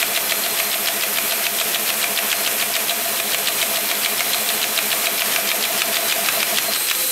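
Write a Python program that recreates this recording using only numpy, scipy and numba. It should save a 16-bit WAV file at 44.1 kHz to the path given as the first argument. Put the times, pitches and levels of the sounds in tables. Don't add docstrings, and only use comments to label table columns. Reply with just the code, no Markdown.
import sys
import numpy as np
from scipy import signal
from scipy.fft import rfft, irfft
from scipy.io import wavfile
from scipy.ndimage import uniform_filter1d
from numba import njit

SR = 44100
rng = np.random.default_rng(int(sys.argv[2]) if len(sys.argv) > 2 else 0)


def inscribe(sig):
    pcm = np.round(np.clip(np.atleast_2d(sig).T, -1, 1) * 32767)
    wavfile.write(sys.argv[1], SR, pcm.astype(np.int16))


def invert_db(level):
    return 10 ** (np.asarray(level, dtype=float) / 20)


N = 313551


def level(x, db):
    return x * invert_db(db) / np.sqrt(np.mean(x ** 2))


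def resonance(x, hz, width_hz):
    return signal.lfilter(*signal.iirpeak(hz, hz / width_hz, fs=SR), x)


def roller_gap(x, modes):
    out = 0
    for j, (hz, width_hz, db) in enumerate(modes):
        gain = (-1) ** j * invert_db(db) * np.sqrt(2000 / width_hz)
        out = out + gain * resonance(x, hz, width_hz)
    return out


def walk(rate_hz):
    k = int(SR / rate_hz)
    held = np.repeat(rng.standard_normal(N // k + 1), k)
    return 1.94 * uniform_filter1d(uniform_filter1d(held, k), k)[:N]


def swell(seconds):
    t = np.arange(-3 * seconds * SR, 3 * seconds * SR) / SR
    return t, np.sqrt(2) * np.exp(-.5 * (t / seconds) ** 2)


def gate(start_s, end_s):
    t = np.arange(N) / SR
    return np.clip(np.minimum(t - start_s, end_s - t) / .015 + .5, 0, 1)


def add(out, s, x):
    i = int(s * SR)
    x = x[max(-i, 0):max(N - i, 0)]
    out[max(i, 0):max(i, 0) + len(x)] += x


# last snap t/s, last snap level/dB, third snap level/dB
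SHEETS = [(0.028, -8.5, -10), (0.1743, -9.5, -7), (0.3214, -9.5, -8), (0.462, -13.5, -15),
          (0.6001, -10, -11), (0.7418, -13.5, -9.5), (0.8848, -9.5, -6), (1.0356, -11, -11),
          (1.185, -9.5, -11), (1.3219, -10, -11), (1.466, -9.5, -11), (1.6126, -10.5, -8),
          (1.7581, -11, -7), (1.9028, -11.5, -10.5), (2.0408, -8.5, -10), (2.1879, -10, -9),
          (2.3282, -8, -6.5), (2.4752, -9.5, -8.5), (2.6248, -12, -9), (2.7648, -10.5, -8),
          (2.9081, -13, -8), (3.0538, -21, -35),
          (3.2005, -12, -20), (3.3459, -8, -11), (3.4847, -8.5, -6), (3.6274, -10.5, -4.5),
                     (3.7703, -11, -8.5), (3.9137, -9.5, -13), (4.0596, -9.5, -8), (4.206, -9.5, -9),
                     (4.345, -11.5, -4), (4.502, -14.5, -6.5), (4.642, -11, -6), (4.7885, -6.5, -7),
                     (4.929, -12, -7.5), (5.0696, -10, -6.5), (5.2196, -10, -12), (5.361, -7.5, -23),
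                     (5.5154, -10.5, -13), (5.6516, -11, -9), (5.819, -6.5, -14), (5.9686, -9.5, -6.5),
                     (6.1238, -8.5, -10), (6.2865, -5.5, -23), (6.4289, -6.5, -20), (6.585, -6.5, -5.5),
                     (6.7609, -12, -12), (6.9121, -6.5, -8), (7.025, -18.5, -30)]
# level/dB, scatter/dB, gain once the feed slows/dB
EARLY_SNAPS = [
    (-21.5, 1.5, 3),
    (-28, 2, 5.5),
]
SLOWING_S, FULL_SHEET_DB = 5.1, -13


def feed():
    s, last_db, third_db = np.transpose(SHEETS)
    weak_db = 2 * np.minimum(last_db - FULL_SHEET_DB, 0)
    early = []
    for db, scatter_db, slow_db in EARLY_SNAPS:
        scatter = scatter_db * rng.standard_normal(len(s))
        early.append(db + scatter + slow_db * (s > SLOWING_S) + weak_db)
    return np.transpose([s, last_db, third_db, *early]).tolist()


# [(f/Hz, width/Hz, level/dB)]
SNAPS = [
    (0.0, 0.029, -0.5, [(1310, 360, -21), (2450, 300, -1), (3820, 760, -2.5), (6460, 5000, -2)]),
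    (.0129, 0.047, -3.5, [(2960, 560, -1.5), (4000, 890, 1.5), (4850, 2500, -5), (7750, 2300, -5.5)]),
    (.0258, 0.03, 0.5, [(2460, 2500, 7), (3080, 2200, 11.5), (5220, 680, 3.5), (7540, 1400, -7)]),
    (.0420, 0.087, -0.5, [(1500, 2900, -5), (2500, 1260, 1), (3070, 130, -0.5), (4630, 3500, 4)]),
    (-.038, 0.019, -2.5, [(1830, 670, 1), (3580, 1900, 7), (6000, 2200, 7.5), (8150, 1500, 5)]),
]
TRAIL_DB = -14.5


def snaps(rows):
    out, t = 0, np.arange(SR // 16) / SR
    for k, (lead_s, t60_s, rattle_db, modes) in enumerate(SNAPS):
        blows = np.zeros(N)
        for s, *dbs in rows:
            dbs = dbs + [dbs[0] + TRAIL_DB]
            grains = rng.standard_normal(len(t)) * invert_db(2.34 * rng.standard_normal(len(t)))
            blow = invert_db(rattle_db - 8.5) * grains * invert_db(-60 * t / t60_s)
            blow[0] += 1
            blow[int(.0024 * SR)] -= .55
            add(blows, s - lead_s, invert_db(dbs[k]) * blow)
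        out = out + roller_gap(blows, modes)
    return invert_db(13) * out


CRACK_HZ, CRACK_S, CRACK_DB = 1950, .0006, 9.5
PLATE_GAP_S, PLATE_ECHO_DB, PLATE_LOSS_DB = .0008, -7.5, -1.0


def cracks(rows):
    t = np.arange(-CRACK_S * SR, .008 * SR) / SR
    trip = np.arange(8)
    out = np.zeros(N)
    for s, db, *_ in rows:
        scatter = rng.standard_normal(8)
        delays_s = PLATE_GAP_S * (trip + 0.1 * scatter * trip ** .5)
        echoes_db = PLATE_ECHO_DB + PLATE_LOSS_DB * np.arange(7) + 2 * scatter[1:]
        gains = np.append(1, invert_db(echoes_db))
        x = (np.pi * CRACK_HZ * (t - delays_s[:, None])) ** 2
        pulses = (1 - 2 * x) * np.exp(-x)
        add(out, s, invert_db(1.61 * db + CRACK_DB) * (gains @ pulses))
    return out


# [(f/Hz, width/Hz, level/dB)]
BUCKLING = (0.0083, 0.016, -13.5, [(1840, 550, 2.5), (2330, 770, 4), (3230, 1000, 2), (3850, 320, -2),
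            (5400, 2800, -5.5)])


def rustle(rows):
    lead_s, half_s, rustle_db, modes = BUCKLING
    t, bell = swell(half_s)
    effort = np.zeros(N)
    for s, *dbs in rows:
        add(effort, s - lead_s + t[0], invert_db(np.mean(dbs[:3])) * bell)
    grains = effort * rng.standard_normal(N) * invert_db(2.7 * rng.standard_normal(N))
    return invert_db(rustle_db) * roller_gap(grains, modes)


# t/s, blow level/dB, bounce level/dB, return level/dB
FEEDER = [(.038, -24.5, -51, -35.5), (1.907, -26, -34, -28.5), (2.922, -25.5, -37, -29.5),
          (3.922, -24, -38, -31.5), (4.076, -24.5, -33, -33), (5.226, -24, -37, -33),
          (5.391, -22, -36, -31), (5.706, -24.5, -27.5, -32), (5.995, -23.5, -24.5, -33),
          (6.165, -28, -24.5, -31), (6.342, -32, -20.5, -40), (6.492, -29, -21, -35),
          (6.652, -32, -23.5, -46)]
STROKE_S = .146


def strokes():
    rows = np.transpose(FEEDER)
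    number = np.append(0, np.cumsum(np.round(np.diff(rows[0]) / STROKE_S)))
    return [np.interp(np.arange(number[-1] + 1), number, column) for column in rows]


# lag t/s, lag scatter t/s, level scatter/dB
KNOCKS = [
    (0.0, .002, 0.8),
    (.034, .004, 1.8),
    (.064, .008, 1.8),
]
KNOCK_S, PANEL_HZ, PANEL_SCATTER_HZ, PANEL_SPLIT_HZ = .014, 677, 8, 44


def knocks():
    out = np.zeros(N)
    t, bell = swell(KNOCK_S)
    times, *levels = strokes()
    for dbs, (lag_s, jitter_s, scatter_db) in zip(levels, KNOCKS):
        for s, db in zip(times, dbs):
            chance, turns = rng.standard_normal(3), rng.random(2)
            hz = PANEL_HZ + PANEL_SCATTER_HZ * chance[2]
            beat = 1 + .75 * np.cos(2 * np.pi * PANEL_SPLIT_HZ * t + 1.5 * (turns[1] - .5))
            tone = np.sin(2 * np.pi * (hz * t + turns[0]))
            ring = invert_db(db + scatter_db * chance[1] - 4.5) * bell * beat * tone
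            add(out, s + lag_s + jitter_s * chance[0] + t[0], ring)
    return out


GROAN_S, GROAN_LAG_S, GROAN_JITTER_S, GROAN_HZ, GROAN_SCATTER_HZ = .017, .056, .004, 211, 2.5
GROAN_DB, GROAN_RISE_DB_PER_S, GROAN_OCTAVE_DB, GROAN_SCATTER_DB = -41, .5, -39, 0.26


def groans():
    out = np.zeros(N)
    t, bell = swell(GROAN_S)
    for s in strokes()[0]:
        chance = rng.standard_normal(4)
        hz = GROAN_HZ + GROAN_SCATTER_HZ * chance[0]
        phase = 2 * np.pi * (hz * t + rng.random())
        db = GROAN_DB + GROAN_RISE_DB_PER_S * s + GROAN_SCATTER_DB * chance[1]
        octave_db = GROAN_OCTAVE_DB + GROAN_SCATTER_DB * chance[2]
        tone = invert_db(db + 1.2) * np.sin(phase) + invert_db(octave_db + 1.8) * np.sin(2.01 * phase)
        add(out, s + GROAN_LAG_S + GROAN_JITTER_S * chance[3] + t[0], bell * tone)
    return out


def ring(hz, width_hz, db):
    once = resonance(rng.standard_normal(N), hz, width_hz)
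    return level(resonance(once, hz, width_hz), db)


# start t/s, end t/s, f/Hz, width/Hz, level/dB
SQUEALS = [(0.0, .75, 4170, 60, -38.5), (.36, .52, 11480, 40, -33), (.58, .81, 11480, 40, -32),
           (1.09, 1.17, 11480, 60, -32), (1.26, 1.54, 11480, 40, -33), (1.0, 1.2, 13180, 80, -34),
           (1.35, 1.45, 13150, 80, -35), (.5, .75, 8300, 200, -36), (3.1, 5.9, 3980, 35, -42),
           (5.97, 6.15, 3980, 50, -39), (6.24, 6.37, 3985, 30, -33), (6.25, 6.5, 4200, 120, -38),
           (6.55, 6.8, 4180, 70, -31), (6.68, 6.86, 3980, 70, -34), (6.88, 7.2, 3980, 35, -34),
           (6.8, 7.2, 4190, 90, -36), (6.74, 6.89, 8330, 200, -28), (6.95, 7.2, 8300, 200, -32),
           (6.77, 7.2, 12450, 400, -35), (6.8, 6.9, 510, 25, -41), (6.94, 7.2, 512, 20, -37)]


def squeals():
    return sum(gate(start_s, end_s) * ring(*mode) for start_s, end_s, *mode in SQUEALS)


# f/Hz, width/Hz, level/dB
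HOUSING = [(141, 14, -57), (214, 50, -52), (350, 25, -50), (434, 35, -53), (524, 18, -47), (1262, 40, -47),
           (1939, 14, -51), (2395, 110, -40.5), (3413, 80, -43), (3975, 50, -46), (4170, 50, -42),
           (11500, 260, -41)]
# f/Hz, width/Hz, level/dB
AIR_JET = (8300, 300, -38)
# f/Hz, width/Hz, level/dB
NOZZLE = (12200, 1300, -33)
# f/Hz, width/Hz, level/dB
PANEL = (676, 90, -39.5)
FEED_STOP_S = 6.72


def housing():
    steady = sum(invert_db(1.5 * walk(12)) * ring(*mode) for mode in HOUSING + [AIR_JET])
    return steady + ring(*NOZZLE) + gate(-1, FEED_STOP_S) * ring(*PANEL)


# f/Hz, density level/dB per Hz
AIR = [(25, -27), (75, -25), (144, -13.5), (300, -7.5), (586, -5), (900, -5), (1600, -4.5), (2600, -3),
       (4200, -7.5), (7500, -7.5), (12300, -4.5), (14000, -4.5), (14900, -9), (16000, -14.5)]
# t/s, drive level/dB, air level/dB
DRIFT = [(0.0, -30, -25), (1.4, -31.5, -26), (1.84, -30, -25), (4.49, -30.5, -25), (6.38, -28.5, -24.5),
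         (6.83, -32.5, -25.5), (7.11, -35, -23.5)]


def air():
    hz = np.maximum(np.arange(N // 2 + 1) * SR / N, 1)
    air_hz, density_db = np.transpose(AIR)
    shape = invert_db(np.interp(np.log(hz), np.log(air_hz), density_db))
    noise = rfft(rng.standard_normal(N) * invert_db(1.6 * rng.standard_normal(N))) * shape
    drift_s, *columns = np.transpose(DRIFT)
    curves = [np.interp(np.arange(N) / SR, drift_s, column) for column in columns]
    drive_db, air_db = [curve - curve.mean() for curve in curves]
    out, shared = 0, walk(40)
    for octave in np.arange(4, 14.6, .5):
        share = np.clip(1 - 2 * np.abs(np.log2(hz) - octave), 0, 1)
        high = np.clip((octave - 10.5) / 2.5, 0, 1)
        db = (1 - high) * drive_db + high * air_db + .5 * shared + 0.38 * walk(14)
        out = out + invert_db(db) * irfft(noise * share, N)
    return level(out, -21.5)


def scene():
    rows = feed()
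    paper = snaps(rows) + cracks(rows) + rustle(rows)
    t = np.arange(SR // 3) / SR
    shop = rng.standard_normal(len(t)) * invert_db(-60 * t / 0.23) * (t > .008)
    echo = invert_db(-38.0) * signal.fftconvolve(paper, shop)[:N]
    return (paper + echo + knocks() + groans() + squeals() + housing() + air())[None]


@njit
def duck(x, top, power, release):
    y, e = np.empty(len(x)), top
    for i in range(len(x)):
        y[i] = x[i] * (top / e) ** power
        e = max(abs(x[i]), top, e - (e - top) * release)
    return y


def low_pass(x):
    return signal.sosfilt(signal.butter(12, 16110, fs=SR, output="sos"), x)


def record(dry):
    x = duck(dry[0], 0.27, 0.3, 1 / (0.024 * SR))
    passed = np.arange(N // 2 + 1) * SR / N < 15720
    mix = irfft(rfft(np.clip(x, -.98, .98)) * passed, N)
    return low_pass(mix[None])


dry = scene()
out = record(dry)
inscribe(out)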